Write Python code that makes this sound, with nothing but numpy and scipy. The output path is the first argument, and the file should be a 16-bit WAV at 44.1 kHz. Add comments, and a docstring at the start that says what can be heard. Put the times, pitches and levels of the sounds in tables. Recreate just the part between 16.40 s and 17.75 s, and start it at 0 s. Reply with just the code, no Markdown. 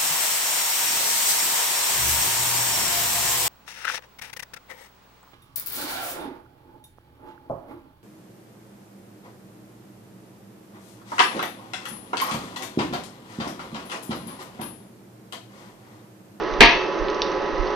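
"""A fan rushes through a resonant case and whines on four blade harmonics: a portable induction hob
under a simmering pan. A hard utensil is put down on the worktop; the knock rings in the kitchen and
overloads the microphone. Light ticks follow. A few soft low thumps reach mainly the right side."""
import sys
import numpy as np
from scipy import signal
from scipy.fft import rfft, irfft, next_fast_len
from scipy.io import wavfile
from scipy.ndimage import map_coordinates

SR = 44100
rng = np.random.default_rng(int(sys.argv[2]) if len(sys.argv) > 2 else 0)


def generate_wav(sig):
    """Save sig (samples, or channels by samples) to the path in sys.argv[1] as 16-bit PCM at SR."""
    pcm = np.round(np.clip(np.atleast_2d(sig).T, -1, 1) * 32767).astype(np.int16)
    wavfile.write(sys.argv[1], SR, pcm)


N = 59535


def amp(db):
    return 10 ** (np.asarray(db) / 20)


def unit_rms(x):
    return x / np.sqrt(np.mean(x ** 2) + 1e-20)


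def along(points, hz):
    """Interpolate (f/Hz, value) rows on a log axis."""
    point_hz, values = np.transpose(points)
    return np.interp(np.log(hz + 1), np.log(point_hz + 1), values)


def since(start_s):
    """Seconds since the start, zero before."""
    return np.maximum(np.arange(N) / SR - start_s, 0)


def decay(start_s, t60_s):
    """Sudden onset, exponential fall."""
    return (since(start_s) > 0) * amp(-60 * since(start_s) / t60_s)


def pan(db):
    """Gains for a left-minus-right level."""
    return amp(np.array([[db], [-db]]) / 2)


def wobble(knots_per_s):
    """Smooth random curve."""
    return map_coordinates(rng.standard_normal(256), [np.arange(N) * knots_per_s / SR], mode="mirror")


def filtered(x, gain_at_hz):
    """Zero-phase FFT filter."""
    size = next_fast_len(N + SR // 2)
    hz = np.fft.rfftfreq(size, 1 / SR)
    return irfft(rfft(x, size) * gain_at_hz(hz), size)[..., :N]


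def lowpass(x, edge_hz, order):
    return filtered(x, lambda hz: 1 / np.sqrt(1 + (hz / edge_hz) ** (2 * order)))


def stereo_noise():
    """White noise, less alike between the sides in the bass."""
    # f/Hz, left-right correlation
    coherence = [(60, 0.24), (130, 0.27), (290, 0.78), (1400, 0.84), (3000, 0.52), (6000, 0.93)]

    def mid_side_gains(hz):
        angle = np.arccos(np.clip(along(coherence, hz), -1, 1)) / 2
        return np.array([np.cos(angle), np.sin(angle)])

    mid, side = filtered(rng.standard_normal((2, N)), mid_side_gains)
    return np.array([mid + side, mid - side])


def coloured_noise(spectrum):
    """Stereo, rms 1, shaped by (f/Hz, level/dB) rows."""
    return unit_rms(filtered(stereo_noise(), lambda hz: amp(along(spectrum, hz))))


def tone(hz, rms_db, detune, flutter_db):
    """Sine, unsteady in pitch and level."""
    turns = np.cumsum(hz * (1 + detune)) / SR + rng.random()
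    return np.sqrt(2) * amp(rms_db + flutter_db * wobble(15)) * np.sin(2 * np.pi * turns)


def kitchen(x):
    """Room reverb: quick build-up, each frequency dying at its own rate."""
    # reverb time: f/Hz, t60/s
    room_t60 = [(150, .35), (700, 0.45), (2200, 0.45), (6000, 0.49)]
    build_s = 0.0027
    hz, t, spectra = signal.stft(stereo_noise(), SR, nperseg=256)
    fade = amp(-60 * t / along(room_t60, hz)[:, None])
    tail = signal.istft(spectra * fade, SR, nperseg=256)[1][:, :N]
    tail *= 1 - np.exp(-since(0) / build_s)
    return signal.fftconvolve(np.atleast_2d(x), tail / np.linalg.norm(tail[0]), axes=1)[:, :N]


def near_surfaces(x):
    """Dense early echoes from worktop and pan."""
    echoes = rng.standard_normal(N) * decay(0, t60_s=0.051)
    return signal.fftconvolve(x, echoes / np.linalg.norm(echoes))[:N]


def rumble():
    """Steady low room noise."""
    # noise density: f/Hz, level/dB
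    spectrum = [(10, -11.5), (22, 3), (45, -2.5), (75, -15), (200, -48), (1000, -120)]
    return amp(-45.5) * coloured_noise(spectrum) * pan(db=-3)


def hob():
    """Fan air in the resonant case, blade harmonics on one shaft speed, hum and a faint pan ring."""
    # fan air density: f/Hz, level/dB
    air_spectrum = [(50, -23.5), (95, -17.5), (150, -11.5), (205, -9), (270, -10), (325, 3.5), (420, 4.5),
                    (475, -6), (545, 3.5), (640, -7.5), (1050, -6), (1300, -11), (1520, -13), (1950, -10.5),
                    (2300, -21), (2750, -18), (3200, -23), (4300, -25.5), (6100, -31.5)]
    # blade harmonics: multiple, level/dB
    harmonics = [(6, -40.5), (7, -38.5), (8, -42), (9, -41.5)]
    # steady hum lines and a faint high pan ring: f/Hz, level/dB
    steady_lines = [(366, -37.5), (430, -42.5), (1249.5, -48), (2632, -59)]
    blade_hz = 142.9
    air = amp(-26.5) * coloured_noise(air_spectrum)
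    shaft_drift = 0.00077 * wobble(5.5)
    whine = sum(tone(round(k) * blade_hz, db, shaft_drift, flutter_db=0.95) for k, db in harmonics)
    tones = sum(tone(hz, db, detune=0.0021 * wobble(11.93), flutter_db=0.5) for hz, db in steady_lines)
    return (air + tones) * pan(db=-3) + whine * pan(db=-5)


def simmer():
    """Tiny random pops from the pan, each a burst of band noise."""
    pops_per_s, centre_hz, width_oct = 120, 3520, 1
    pops = (rng.random(N) < pops_per_s / SR) * amp(-41 + 4 * rng.standard_normal(N))
    envelope = signal.fftconvolve(pops, decay(0, t60_s=0.0057))[:N]
    band = lambda hz: np.exp(-0.5 * (np.log2((hz + 1) / centre_hz) / width_oct) ** 2)
    return envelope * unit_rms(filtered(rng.standard_normal(N), band))


def thumps():
    """Soft low bumps of two or three cycles, mainly right."""
    # crests: t/s, level/dB
    crests = [(.135, -24.5), (0.203, -14), (0.243, -11), (0.366, -30.5), (0.618, -18.5), (1.136, -26.5),
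              (1.202, -13)]
    hz, rise_s, fall_s, left_db = 33.7, 0.011, 0.029, -15.5
    bumps = np.zeros(N)
    for crest_s, db in crests:
        t = np.arange(N) / SR - crest_s
        envelope = np.exp(-np.abs(t) / np.where(t < 0, rise_s, fall_s))
        bumps += amp(db) * envelope * np.cos(2 * np.pi * hz * t)
    return bumps * amp([[left_db], [0]])


def ticks():
    """Light ticks, each a few fast-dying modes of alternating sign."""
    # ticks: t/s, level/dB, f/Hz
    events = [(0.6843, -25.5, 2900), (.701, -30.5, 4200), (0.7457, -30, 5300), (.819, -12.5, 3677),
              (0.868, -34.5, 3900), (0.918, -32.5, 5500), (1.272, -31.5, 3600)]
    # tick modes: frequency ratio, level/dB
    modes = [(.72, -2.5), (1, 1.5), (1.24, 1), (1.52, -2)]
    clicks = np.zeros(N)
    for start_s, db, hz in events:
        phase = 2 * np.pi * hz * since(start_s)
        ring = sum((-1) ** k * amp(mode_db) * np.sin(ratio * phase)
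                   for k, (ratio, mode_db) in enumerate(modes))
        clicks += amp(db) * decay(start_s, t60_s=0.0062) * ring
    return clicks


def knock():
    """The utensil touches, lands and rattles; each contact cracks and feeds the same modes."""
    # contacts: t/s, level/dB
    contacts = [(0.203, -21.5), (0.2066, 1.5), (0.2159, -4), (0.2246, -8.5), (0.2325, -8.5)]
    # contact noise density: f/Hz, level/dB
    crack_spectrum = [(60, -28.5), (170, -25), (240, 0), (290, -3), (450, 3), (590, -9), (690, 6),
                      (790, -2.5), (950, -1), (1100, -0.5), (1400, -13), (1800, 3), (2800, 0), (3400, -7),
                      (4400, -11), (6000, -18.5)]
    # struck modes: f/Hz, level/dB, t60/s
    modes = [(140, -22, .5), (228, -8, .2), (450, -7, .2), (686, -8, .5), (925, -7, .48), (1163, -13, .42),
             (1622, -5, .15), (1843, -11, .48), (1975, -9, .42), (2180, -9, .33), (2417, -9, .32),
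             (2553, -6, .24), (2632, -15, .85), (3219, -19, .38)]
    crack_db, ring_db, room_db, blur_turns = 1.5, -10, 2, 0.11
    crack = sum(amp(db + crack_db) * decay(start_s, t60_s=0.039) * coloured_noise(crack_spectrum)
                for start_s, db in contacts)
    ring = np.zeros(N)
    for hz, mode_db, t60_s in modes:
        energy = sum((amp(db) * decay(start_s, t60_s)) ** 2 for start_s, db in contacts)
        turns = hz * since(0) + rng.random() + blur_turns * wobble(39.92)
        ring += amp(ring_db + mode_db) * np.sqrt(energy) * np.sin(2 * np.pi * turns)
    return (ring + crack + amp(room_db) * kitchen(crack)) * pan(db=0.5)


def scene():
    """Hob, knock, simmer and ticks, treble cut steeply, over thumps and rumble."""
    low = thumps() + rumble()
    mix = hob() + knock()
    patter = simmer() + ticks()
    mix += (patter + amp(-2.5) * near_surfaces(patter) + amp(-6) * kitchen(patter)) * pan(db=-3.5)
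    return lowpass(mix, edge_hz=6270, order=45) + low


def record(dry):
    """Microphone overload: clipping at full scale, then a band limit."""
    hardness = 22
    clipped = dry / (1 + np.abs(dry) ** hardness) ** (1 / hardness)
    return lowpass(clipped, edge_hz=15500, order=60)


dry = scene()
out = record(dry)
generate_wav(out)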